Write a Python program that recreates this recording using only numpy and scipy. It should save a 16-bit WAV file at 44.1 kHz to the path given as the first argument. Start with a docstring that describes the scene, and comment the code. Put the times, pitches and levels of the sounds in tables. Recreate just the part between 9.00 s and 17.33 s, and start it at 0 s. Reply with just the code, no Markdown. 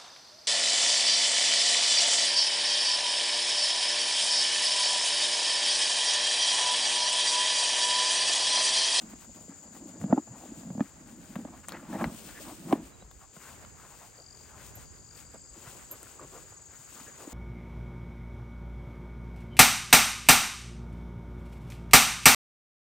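"""Horse at the feed bucket, then the meadow

A horse noses through feed in a plastic bucket hung on a fence and knocks it against the boards: a swelling
air boom, ringing walls and a crack for each blow, over a grainy patter. A hand ruffles the coat.
The patter fades; steps swish as dense ticks in the grass and a collar tag tinks in decaying modes.
Pulsed sine crickets and a blurred chorus sing throughout over the low noise of a light breeze."""
import sys
import numpy as np
from scipy import signal
from scipy.fft import rfft, irfft
from scipy.io import wavfile
from scipy.ndimage import uniform_filter1d

SR = 44100
rng = np.random.default_rng(int(sys.argv[2]) if len(sys.argv) > 2 else 0)


def int16_out(signal):
    """Quantize to a 16-bit WAV file."""
    q = np.round(np.clip(np.atleast_2d(signal).T, -1, 1) * 32767)
    wavfile.write(sys.argv[1], SR, q.astype(np.int16))


N = 367353

# knocks of the bucket and soft thuds: t/s, level/dB, air f/Hz, squeezed-wall f/Hz,
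# wall level/dB against the air boom, hardness/dB per octave
KNOCKS = [(0.017, -43.5, 240, 720, -4, -5), (0.052, -42.5, 226, 597, -4, -1),
          (0.134, -41, 247, 606, -5, -17), (0.294, -50.5, 238, 560, 3, -6), (0.482, -50, 243, 477, 7, -4),
          (0.489, -39.5, 243, 623, -20, -3), (0.675, -54, 200, 520, 6, 10), (0.854, -38, 280, 660, -32, -2),
          (1.003, -42, 191, 540, -27, 0), (1.013, -33, 161, 520, -3.5, 12), (1.039, -20, 194, 584, -11, 6),
          (1.059, -32, 198, 550, -25, -2), (1.099, -25, 173, 520, -15, -3), (1.104, -39, 250, 650, -2, -3),
          (1.126, -8, 249, 667, -2.5, 1), (1.142, -23.5, 258, 640, -14, -7),
          (1.169, -28, 248, 700, -11, -5), (1.1762, -17, 280, 860, -6, -6), (1.18, -34, 292, 866, 9, -13),
          (1.193, -33, 278, 660, -24, -6), (1.303, -39, 128, 560, -25, -5), (1.436, -45.5, 300, 755, 4, -5),
          (1.456, -49, 300, 650, 6, -3), (1.517, -31.5, 267, 660, -39, 0), (1.609, -45, 230, 692, -4, -2),
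          (1.632, -47, 230, 700, -1, -5), (1.648, -36, 215, 580, -16, -5), (1.687, -40, 220, 580, -20, -4),
          (1.665, -33.5, 190, 560, -22, -6), (1.702, -27, 188, 555, -9, 8),
          (1.75, -29.5, 216, 604, -10, -6), (1.778, -24, 208, 600, -11, 5), (1.795, -36.5, 245, 620, 8, 3),
          (1.8052, -14.5, 235, 624, -6.5, 12.5), (1.82, -30, 266, 650, -25, 0),
          (2.36, -26.5, 201, 560, -3.5, 8.5), (2.386, -31, 251, 630, -14, -4),
          (2.399, -36, 232, 600, -12, -4), (2.45, -31, 253, 604, -1.5, 5),
          (2.829, -39.5, 253, 594, -0.5, 9), (2.927, -31.5, 263, 620, 1, 15), (2.95, -28, 260, 636, -8, -6),
          (3.011, -31.5, 298, 590, 8.5, 12.5), (3.02, -30.5, 300, 794, 4.5, 4),
          (3.028, -27, 265, 630, -17, 0), (3.041, -29, 263, 615, 3.5, 4), (3.05, -38, 60, 290, -40, 0),
          (3.056, -35, 196, 555, -1, 3), (3.068, -28.5, 174, 520, -25, 7), (3.094, -34, 240, 930, -12, 0),
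          (3.116, -37, 232, 600, -24, 5), (3.143, -39.5, 249, 600, -19, 0),
          (3.709, -32.5, 298, 1080, -1.5, -6), (3.717, -27, 255, 600, -3, -4),
          (3.726, -20.5, 301, 763, 8.5, -3), (3.728, -9, 291, 870, -10.5, -6),
          (3.736, -28, 318, 700, -10, -10), (3.753, -30.5, 290, 705, -4, -2),
          (3.779, -42, 318, 646, -11, -2), (3.796, -45, 297, 654, -14, 0), (3.829, -45, 60, 290, -40, 0),
          (4.023, -48.5, 188, 550, 7, 11.5), (4.033, -46, 56, 290, -45, 0), (4.155, -50, 60, 288, -40, 0),
          (4.365, -44.5, 170, 520, 4, 18), (5.77, -45, 111, 706, 0, 8), (6.344, -52, 214, 580, 12, 12),
          (6.5, -47, 51.4, 292, -37, 0), (6.573, -46, 243, 610, -23, 3.5),
          (6.668, -44.5, 125, 500, -21, -10), (6.93, -51, 110, 500, -23, -10),
          (7.05, -52, 110, 500, -25, -10), (7.1946, -44, 420, 1150, 6.5, 0),
          (7.235, -45.5, 124, 500, -25, -10), (7.436, -59, 116, 500, -25, -13),
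          (7.507, -51.5, 94, 500, -25, -10), (7.68, -51.5, 91, 503, -28, -8),
          (7.787, -49.5, 124, 500, -25, -10), (8.008, -44, 243.4, 620, -10, 14),
          (8.065, -51, 100, 500, -23, -10), (8.273, -33.5, 307, 574, -7, -9),
          (8.283, -47, 277, 540, -4, -8)]
# modes of the bucket walls before detuning and hardness tilt: f/Hz, level/dB, t60/s
WALLS = [(496, -60, 0.023), (627.5, 24.5, 0.013), (795, 6.5, 0.033), (1100, -27, 0.0056),
         (1270, -3.5, 0.027), (1737, -5.5, 0.019), (2420, -28, 0.036), (2650, -54, 0.041),
         (3400, -30.5, 0.01)]
# pitch of the air in the vessel as the muzzle fills it: t/s, f/Hz
AIR = [(0.0, 260), (0.71, 231), (0.78, 312), (1.02, 194), (1.22, 280), (1.34, 186), (1.43, 303),
       (1.73, 197.4), (2.18, 267), (2.39, 208), (2.52, 278), (3.15, 225), (3.44, 297), (3.96, 286),
       (4.0, 189), (4.1, 180)]
# the muzzle shoves into the feed: middle t/s, length/s, level/dB
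SHOVES = [(0.02, 0.34, -52), (.13, 0.1, -52.5), (.29, 0.06, -58), (.41, 0.15, -51), (.51, 0.051, -52.5),
          (.65, 0.085, -52.5), (.84, 0.33, -51), (.96, 0.073, -44), (1.09, 0.3, -39), (1.35, 0.21, -52),
          (1.54, 0.36, -50), (1.72, 0.31, -44.5), (2.14, 0.48, -53), (2.4, 0.41, -48.5),
          (2.78, 0.26, -47.5), (2.96, 0.19, -39), (3.06, 0.25, -39.5), (3.26, 0.15, -48.5),
          (3.41, 0.088, -49), (3.5, 0.19, -48), (3.72, 0.31, -41), (3.84, 0.2, -51.5)]
# short drags, the bucket along the board, later feet and paws over the turf:
# t/s, length/s, level/dB before the envelope and upper body, centre f/Hz
SCUFFS = [(0.11, 0.037, -60.5, 1720), (0.215, 0.054, -64, 1170), (0.358, 0.04, -64, 1200),
          (0.426, 0.027, -63, 600), (0.72, 0.049, -63, 1400), (0.746, 0.035, -53.5, 685),
          (0.878, 0.046, -57, 553), (0.94, 0.039, -58, 640), (1.093, 0.059, -42.5, 487),
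          (1.156, 0.042, -42.5, 450), (1.265, 0.033, -52.5, 590), (1.3, 0.11, -56.5, 690),
          (1.337, 0.028, -58, 1010), (1.393, 0.057, -54.5, 676), (2.37, 0.058, -54, 615),
          (2.467, 0.03, -51.5, 740), (2.522, 0.05, -53, 825), (2.632, 0.026, -52, 1370),
          (2.688, 0.038, -52, 900), (2.712, 0.067, -47, 640), (2.716, 0.07, -47, 1490),
          (2.778, 0.043, -54, 1100), (2.83, 0.089, -56, 905), (2.887, 0.058, -51, 800),
          (2.924, 0.057, -38.5, 654), (2.976, 0.065, -38.5, 880), (3.045, 0.066, -51, 900),
          (3.386, 0.035, -49, 400), (3.445, 0.096, -49.5, 780), (3.677, 0.076, -44, 670),
          (3.74, 0.037, -46.5, 663), (4.198, 0.062, -55.5, 910), (4.419, 0.1, -54.5, 1150),
          (4.76, 0.13, -56.5, 1130), (4.612, 0.047, -58.5, 660), (4.823, 0.043, -58, 418),
          (4.887, 0.078, -56.5, 900), (5.0, 0.069, -55.5, 810), (5.178, 0.038, -54.5, 534),
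          (5.489, 0.089, -57, 930), (5.6, 0.072, -62, 710), (5.774, 0.014, -53.5, 603),
          (6.333, 0.041, -52.5, 507), (6.559, 0.035, -57, 340), (6.616, 0.12, -57.5, 950),
          (6.66, 0.033, -57, 1200), (6.722, 0.052, -55, 433), (6.894, 0.08, -53, 410),
          (6.924, 0.038, -54.5, 1000), (7.002, 0.054, -59, 480), (7.059, 0.019, -59, 1150),
          (7.192, 0.073, -48.5, 406), (7.2, 0.051, -57, 1280), (7.319, 0.08, -49.5, 415),
          (7.329, 0.058, -55, 1050), (7.516, 0.024, -54.5, 590), (7.96, 0.059, -54, 1000),
          (8.066, 0.038, -56.5, 444), (8.17, 0.13, -54.5, 400), (8.185, 0.036, -56, 1100),
          (8.2, 0.06, -55.5, 800)]
# dry stalks and the rim snapping: t/s, level/dB, centre f/Hz, then against the bright band:
# low thump level/dB, broad fizz level/dB
SNAPS = [(1.0145, -34, 3500, -11, 9), (2.356, -34.5, 2500, 2.5, -8), (2.6775, -45, 4000, -20, -8),
         (2.685, -21, 8400, -13, -6), (2.692, -25.5, 2900, -16, -7), (2.702, -39, 3000, -3, -10),
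         (2.7073, -42, 4000, -4, -15), (2.7212, -25.5, 3950, -9, -8), (3.0421, -27, 2900, 8, -1),
         (3.2898, -35, 3200, -6, -3), (3.726, -23, 2710, -38, -12.5), (4.1128, -40, 3500, -6.5, -5),
         (4.649, -39, 2600, -1, -9), (7.0302, -29.5, 9000, -25, -7)]
# thin squeaks and peeps: t/s, length/s, start f/Hz, end f/Hz, rms level/dB if clean, roughness (0 = clean)
PEEPS = [(3.344, 0.06, 1690, 1850, -54, 0.56), (3.923, 0.044, 3940, 3900, -70.5, 0.033),
         (4.002, 0.034, 3800, 3970, -67.5, 0.2), (8.058, 0.05, 1626, 1763, -57.5, 0.45)]
# a hand ruffles the coat, then legs and paws brush the grass: middle t/s, length/s, level/dB
GRASS = [(.02, 0.028, -57), (.11, 0.053, -57.5), (.22, 0.1, -59), (.36, 0.064, -62), (.46, 0.2, -62.5),
         (.64, 0.042, -63), (.76, 0.099, -60.5), (.89, 0.067, -62), (1.02, 0.078, -59), (1.42, 0.2, -57.5),
         (1.61, 0.24, -60), (1.86, 0.13, -59.5), (2.1, 0.11, -60), (2.33, 0.36, -59), (2.75, 0.71, -62),
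         (2.87, 0.099, -66), (2.94, 0.13, -53.5), (3.02, 0.13, -52), (3.15, 0.28, -51.5),
         (3.29, 0.11, -49.5), (3.37, 0.23, -56.5), (3.5, 0.36, -52), (3.7, 0.15, -52), (3.77, 0.04, -54.5),
         (3.85, 0.18, -58.5), (4.22, .1, -68), (4.36, 0.076, -56), (4.47, 0.28, -54), (4.6, 0.14, -63.5),
         (4.88, 0.33, -61.5), (5.04, 0.18, -57), (5.22, 0.084, -73), (5.43, 0.21, -59.5),
         (5.64, 0.19, -53.5), (5.8, 0.14, -57.5), (6.19, 0.17, -56), (6.7, 0.4, -53.5), (6.92, 0.066, -57),
         (7.06, 0.42, -55.5), (7.35, 0.26, -56), (7.5, 0.14, -64), (7.78, 0.24, -60), (8.0, 0.28, -52.5),
         (8.24, 0.21, -55), (8.33, 0.13, -53)]
# spectrum of the bright swish: f/Hz, level/dB per Hz
SWISH = [(2500, -0.5), (4000, -3), (5800, -2.5), (8500, 3.5), (11500, -4.5), (15500, -1.5)]
# spectrum of the bending stems: f/Hz, level/dB per Hz
STEMS = [(200, -4), (400, -2), (800, -5), (1500, -6), (2500, -12.5), (4000, -21)]
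# strikes of the collar tag: t/s, level/dB
TINKS = [(5.7533, -40), (6.9122, -30)]
# modes of the tag: f/Hz, level/dB, t60/s
TAG = [(9060, -16, .03), (11300, -10, .012), (12720, 0, .094), (12850, -14, .08), (15400, -14, .02)]
# near singers (low, middle, high, two trillers), one list of bouts each: middle t/s, length/s, level/dB
SONGS = [
    [(.5, 0.89, -75), (1.5, 1.4, -68), (2.6, 0.9, -67.5), (4.8, 3.3, -70), (5.8, 0.94, -69),
     (6.75, 0.9, -63), (7.7, 1.2, -58.5), (8.3, 0.72, -58)],
    [(.5, 0.88, -63.5), (1.2, 1.8, -63), (4.5, 0.4, -82.5), (6.55, 0.18, -66.5)],
    [(3.1, .4, -71), (6.4, 0.53, -60), (7.3, 2.9, -61), (8, 0.71, -67)],
    [(5.19, 0.1, -62.5), (5.3, 0.3, -59.5), (5.43, 0.17, -65), (5.87, 0.1, -68), (5.97, 0.32, -69),
     (6.12, 0.26, -62.5)],
    [(6.265, .07, -65.5), (6.42, 0.32, -65.5), (6.57, .16, -71)],
]
# their wing strokes: strokes per s, middle of one stroke t/s
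STROKES = [(21.32, 7.478), (22.9, .806), (25.9, 7.042), (47.2, 5.2865), (62, 6.331)]
# their notes: top f/Hz, fall from top to end/Hz, place of the top in the note (negative = falls throughout),
# share of the cycle sung, left minus right/dB
NOTES = [(6850, 600, .4, .65, 6), (7250, 500, .45, .55, 7), (7740, 300, .45, .5, 4),
         (5000, 520, -.3, .5, 9), (4980, 300, -.3, .6, 8)]
# far chorus, before each of its two layers is cut by 4 dB: t/s, level/dB
CHORUS = [(0, -54), (1.16, -55.5), (1.86, -56.5), (2.9, -59.5), (3.4, -60.5), (4.05, -59.5), (4.43, -56),
          (6.17, -55), (7.24, -54.5), (8.33, -53.5)]
# gusts at the microphone ports: middle t/s, length/s, level/dB
BREEZE = [(.14, .15, -64), (1.2, 0.14, -58), (1.9, 0.31, -64), (2.44, 0.17, -56), (3.08, 0.47, -59),
          (3.33, 0.13, -71), (4.7, 0.45, -61), (5.35, 0.33, -61), (5.78, 0.46, -59), (6.5, 0.84, -58),
          (7.0, 0.32, -57.5), (7.25, 0.15, -59), (7.7, 0.3, -64), (8.05, 0.41, -55.5)]
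# spectrum of the gusts: f/Hz, level/dB per Hz
RUMBLE = [(25, -42.5), (40, -2), (55, -1), (80, -2), (130, -3.5), (250, -13.5), (500, -21.5)]

CRACK_DB = -51  # crack of a 0 dB knock of no hardness
CRACK_GROWTH, CRACK_HARD = 0.28, 0.59  # dB of crack per dB of knock, per dB of hardness
NIBBLE_DB = -62.5  # nibbling between shoves
RATTLE_DB, RATTLE_GROWTH = -76, 0.93  # rattle while nibbling; dB of rattle per dB of shove
AIR_FALL_DB = 12  # a nudge one octave off the air's pitch is this much weaker
FADE_END_S, FADE_LENGTH_S = 4.07, 0.19  # the patter dies away
SNAP_PAN_DB, SINGERS_PAN_DB = 6, 7  # left minus right
STIR_DB = -69.5  # grass at rest
STEMS_DB, STEMS_GROWTH = -62.5, 0.48  # stems at rest; dB of stems per dB of swish
WARM_UP_HZ, WARM_UP_S = 220, .05  # a bout starts flat by this and climbs to pitch with this time constant
SINGING_DB = -80  # the climb starts once the singer is this loud
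CALM_DB = -60.5  # air between gusts
TREBLE_HZ, TOP_HZ = 8500, 15850
PORT_LAG_S, NEAR_LAG_S = 1 / 3450, 1 / 45000  # treble lag and lower-band lead of the left
T = np.arange(SR // 8) / SR  # s, time base of every short sound


def undb(db):
    """Amplitude ratio of a level in dB."""
    return 10 ** (np.asarray(db) / 20)


def unit(x):
    """Scale to rms 1."""
    return x / np.sqrt(np.mean(x ** 2))


def peak_unit(x):
    """Scale to peak 1."""
    return x / np.max(abs(x))


def curves(table):
    """Columns of a table as straight lines in time."""
    s, *columns = np.transpose(table)
    return [np.interp(np.arange(N) / SR, s, c, left=c[0], right=c[-1]) for c in columns]


def swells(table, rest_db=-120):
    """Level in dB of smooth swells, adding in power over a resting level."""
    t = np.arange(N) / SR
    power = undb(2 * rest_db)
    for middle, length, db in table:
        phase = np.pi * np.clip((t - middle) / length, -.5, .5)
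        power = power + undb(2 * db) * np.cos(phase) ** 2
    return 10 * np.log10(power)


def colour(x, points):
    """Shape x by (Hz, dB) points, falling away outside them; rms 1."""
    hz, db = np.transpose(points)
    log_f = np.log(np.arange(1, N // 2 + 2) * SR / N)
    log_points = np.log(np.r_[hz[0] / 2, hz, hz[-1] * 2])
    gain_db = np.interp(log_f, log_points, np.r_[db[0] - 30, db, db[-1] - 30])
    return unit(irfft(rfft(x) * undb(gain_db), N))


def band(x, hz, spread):
    """Band-pass from hz / spread to hz * spread."""
    edges = [hz / spread, min(hz * spread, SR / 2.3)]
    return signal.sosfilt(signal.butter(2, edges, "band", fs=SR, output="sos"), x)


def walk(rate):
    """Random levels, rate of them a second, joined by straight slews; spread near 1."""
    k = int(SR / rate)
    held = np.repeat(rng.standard_normal(N // k + 1), k)
    return 1.2 * uniform_filter1d(held, k)[:N]


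def grains(rate, spread_db):
    """Random clicks of both signs, rate of them a second, a few much larger than the rest."""
    hit = rng.random(N) < rate / SR
    return hit * rng.standard_normal(N) * undb(spread_db * rng.exponential(size=N))


def pan(x, db, alike=1.):
    """Place x, left minus right in dB; the unlike share goes to the right as a shifted copy."""
    a = np.clip(alike, 0, 1)
    other = np.roll(x, SR // 7)
    right = a * x + np.sqrt(1 - a * a) * other
    return np.array([x * undb(db / 2), right * undb(-db / 2)])


def add(out, s, sound):
    """Mix a short sound in at time s."""
    i = max(int(s * SR), 0)
    out[..., i:i + sound.shape[-1]] += sound[..., :N - i]


def ring(modes, rise_s, detune=1., tilt_db=0.):
    """Decaying modes after a push of rise_s; a harder blow tilts the energy upward. Peak 1."""
    hz, db, t60 = np.transpose(modes)[:, :, None]
    db = db + tilt_db * np.log2(hz / hz[1])
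    decay = np.exp(-np.log(1000) * T / t60)
    y = np.sum(undb(db) * decay * np.sin(2 * np.pi * hz * detune * T), axis=0)
    return peak_unit(y * (1 - np.exp(-(T / rise_s) ** 2)))


def boom(hz, cycles, late_s=0.):
    """Air in the vessel, driven through the walls, swells for some cycles, then the muzzle damps it."""
    t = np.maximum(T - late_s, 0)
    u = t * hz / cycles
    return u * np.exp(.4 - 0.48 * u ** 1.526) * np.sin(2 * np.pi * hz * t)


def knocks():
    """Each blow booms the air, rings the detuned walls and cracks in a short noise burst."""
    out = np.zeros(N)
    for s, db, hz, wall_hz, wall_db, tilt_db in KNOCKS:
        detune = wall_hz / WALLS[1][0] * (1 + .02 * rng.standard_normal((len(WALLS), 1)))
        walls = ring(WALLS, .0013, detune, tilt_db)
        burst = rng.standard_normal(len(T)) * T / .001 * np.exp(-T / .0012)
        crack = peak_unit(band(burst, 2800, 1.6))
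        crack_db = CRACK_DB + CRACK_GROWTH * db + CRACK_HARD * tilt_db
        air = boom(hz, cycles=0.81, late_s=0.0021)
        add(out, s, undb(db) * (air + undb(wall_db) * walls) + undb(crack_db) * crack)
    return out


def patter():
    """Dense small nudges boom the air near its shifting pitch; sliding feed rattles the walls."""
    boom_db = swells(SHOVES, NIBBLE_DB)
    rattle_db = RATTLE_DB + RATTLE_GROWTH * (boom_db - NIBBLE_DB)
    air_hz, = curves(AIR)
    air = 0
    for hz, db in [(115, 0.41), (175, 0), (215, 0), (260, 1), (315, 0.78)]:
        nudges = signal.fftconvolve(grains(250, 1.24), boom(hz, cycles=1.25))[:N]
        air = air + undb(db - AIR_FALL_DB * np.log2(hz / air_hz) ** 2) * nudges
    rattle = signal.fftconvolve(grains(2000, 1.6), ring(WALLS, .001, tilt_db=4.))[:N]
    air = undb(boom_db + 2 * walk(24.98)) * unit(air)
    rattle = undb(rattle_db + 2.5 * walk(14)) * unit(rattle)
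    fade = np.clip((FADE_END_S - np.arange(N) / SR) / FADE_LENGTH_S, 0, 1)
    return fade * (air + rattle)


def bucket():
    """Knocks and patter share one body, so close that the two ports hear it differently."""
    out = knocks() + patter()
    # the crack leans left, the low middle right; a late copy around 800 Hz widens the rest
    side = .25 * band(out, 3000, 1.7) - .12 * band(out, 650, 1.5)
    side = side + .2 * band(np.roll(out, 40), 800, 1.8)
    return pan(out, -0.1) + side * np.array([[1], [-1]])


def scuffs():
    """Short stick-slip drags: uneven grains ring a broad body and a narrower one above it."""
    out = np.zeros(N)
    for s, length, db, hz in SCUFFS:
        a, b = rng.standard_normal((2, len(T)))
        shape = np.sin(np.pi * np.clip(T / length, 0, 1)) ** 0.64
        slips = a * undb(1.5 * unit(uniform_filter1d(b, size=200)) + 3.8 * abs(b[::-1]))
        body = unit(band(slips, hz, 1.41)) + 150 / hz * unit(band(slips, 2.59 * hz, 1.104))
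        add(out, s, undb(db) * shape * body)
    return pan(out, 0.94)


def snaps():
    """A sharp break, a few splinters and a short crackling tail, with a duller thump under it."""
    out = np.zeros(N)
    for s, db, hz, thump_db, fizz_db in SNAPS:
        splinters = 0.14 * np.exp(-T / 0.0025) + 0.027 * np.exp(-T / 0.014)
        burst = (T == 0) + rng.standard_normal(len(T)) * splinters
        bright = band(burst, hz, 1.4) + undb(fizz_db) * burst
        thump = band(burst, 1070, 1.87)
        add(out, s, undb(db) * (peak_unit(bright) + undb(thump_db) * peak_unit(thump)))
    return pan(out, SNAP_PAN_DB)


def peeps():
    """Gliding tones, frayed in level and phase by slow noise."""
    out = np.zeros(N)
    noise = 10 * uniform_filter1d(rng.standard_normal((len(PEEPS), len(T))), size=100)
    for (s, length, start_hz, end_hz, db, rough), c in zip(PEEPS, noise):
        u = np.clip(T / length, 0, 1)
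        phase = 2 * np.pi * np.cumsum(start_hz + (end_hz - start_hz) * u) / SR
        shape = 2 * np.sin(np.pi * u) * (1 + rough * c)
        add(out, s, undb(db) * shape * np.sin(phase + 2 * rough * c[::-1]))
    return pan(out, 2.)


def grass():
    """Thousands of blade ticks a second: a bright swish and a duller body of bending stems."""
    swish_db = swells(GRASS, STIR_DB)
    stems_db = STEMS_DB + STEMS_GROWTH * (swish_db - STIR_DB) + 1.44 * walk(14)
    swish = colour(grains(9000, 0.79), SWISH) * undb(swish_db + 2.05 * walk(25))
    stems = 0
    for hz in 220 * 2 ** np.arange(5):  # each octave flutters on its own
        stems = stems + undb(2.5 * walk(30)) * band(grains(6000, 2.), hz, 1.4)
    stems = colour(stems, STEMS) * undb(stems_db)
    return pan(swish, 8.6, alike=0.51) + pan(stems, -0.12, alike=0.57)


def tag():
    """A small metal disc struck by its ring: a broad tick over its decaying modes."""
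    out = np.zeros(N)
    for s, db in TINKS:
        tick = band(rng.standard_normal(len(T)) * np.exp(-T / .0015), 12000, 1.7)
        add(out, s, undb(db) * (ring(TAG, .0001) + .5 * tick))
    return pan(out, 1.)


def cricket(rate, at_s, top_hz, fall_hz, crest, duty, wobble=0.):
    """One sine note a wing stroke; pitch bends in an arch about its top and falls as the scraper slows."""
    cycle = (np.arange(N) / SR - at_s) * rate + duty / 2 + wobble
    u = np.minimum(cycle % 1 / duty, 1)  # place in the note
    stroke = (cycle - np.floor(cycle.min())).astype(int) % 500
    size, pitch = rng.standard_normal((500, 2))[stroke].T  # each stroke differs a little
    hz = top_hz * (1 + .006 * pitch) - fall_hz * (u - crest) ** 2 / (1 - crest) ** 2
    level = undb(.7 * size + 1.5 * walk(150)) * np.sin(np.pi * u)
    return level * np.sin(2 * np.pi * np.cumsum(hz) / SR)


def near_crickets():
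    """Singers that stand out in bouts, each climbing to pitch as its wings warm up."""
    near_db = [swells(bouts) for bouts in SONGS]
    keep = np.exp(-1 / (WARM_UP_S * SR))
    out = 0
    for db, stroke, (top_hz, *note, pan_db) in zip(near_db, STROKES, NOTES):
        flat = signal.lfilter([1 - keep], [1, -keep], 1. * (db < SINGING_DB))
        song = cricket(*stroke, top_hz - WARM_UP_HZ * flat, *note, wobble=0.045 * walk(4.7))
        out = out + pan(unit(song) * undb(db), pan_db)
    # neighbours of the middle singer, slightly out of step, thicken its pitch
    for hz, rate, at_s in [(7100, 23.6, .52), (7350, 22.2, .81), (6950, 22.6, .83)]:
        song = unit(cricket(rate, at_s, hz, 500, .45, .6, wobble=.2 * walk(2)))
        out = out + pan(song * undb(near_db[1]), SINGERS_PAN_DB, alike=.7)
    return out


def far_crickets(count=22):
    """A chorus scattered over the meadow; the farthest blur together into coloured noise."""
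    chorus_db, = curves(CHORUS)
    far = 0
    for a, b, c, d in rng.random((count, 4)):
        top_hz = 6650 + 950 * a + 150 * c
        song = cricket(20 + 7 * a, b, top_hz, 600, 0.37, .6, wobble=0.192 * walk(1.0))
        far = far + pan(song * undb(2.7 * walk(1.7)), SINGERS_PAN_DB + 6 * (d - .5))
    # deep trillers below and high singers above: f/Hz, level/dB
    haze = colour(rng.standard_normal(N), [(4400, -21.0), (4800, -12.0), (5200, -21.5), (6000, -19.0),
                                           (6600, -7.0), (7700, -8.5), (8300, -21.0)])
    haze = pan(haze, SINGERS_PAN_DB, alike=.7)
    return undb(chorus_db) * (undb(-4) * unit(far) + undb(-4) * haze)


def breeze():
    """Low turbulence, only loosely related at the two ports."""
    level_db = swells(BREEZE, CALM_DB) + 3 * walk(8)
    return pan(colour(rng.standard_normal(N), RUMBLE) * undb(level_db), -1.5, alike=0.39)


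def scene():
    """All layers, from the bucket back to the breeze."""
    animals = bucket() + scuffs() + snaps() + peeps() + grass() + tag()
    return animals + near_crickets() + far_crickets() + breeze()


def record(dry):
    """The treble is the mean of both channels, late in the left and inverted in the right.
    Below it the left port hears slightly earlier. The top is cut."""
    hz = np.arange(N // 2 + 1) * SR / N
    left, right = rfft(dry)
    treble = (left + right) / 2
    high = hz > TREBLE_HZ
    late_treble = treble * np.exp(-2j * np.pi * hz * PORT_LAG_S)
    early_left = left * np.exp(2j * np.pi * hz * NEAR_LAG_S)
    left = np.where(high, late_treble, early_left)
    right = np.where(high, -treble, right)
    both = irfft(np.array([left, right]), N)
    return signal.sosfilt(signal.ellip(10, .2, 70, TOP_HZ, fs=SR, output="sos"), both)


dry = scene()
out = record(dry)
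int16_out(out)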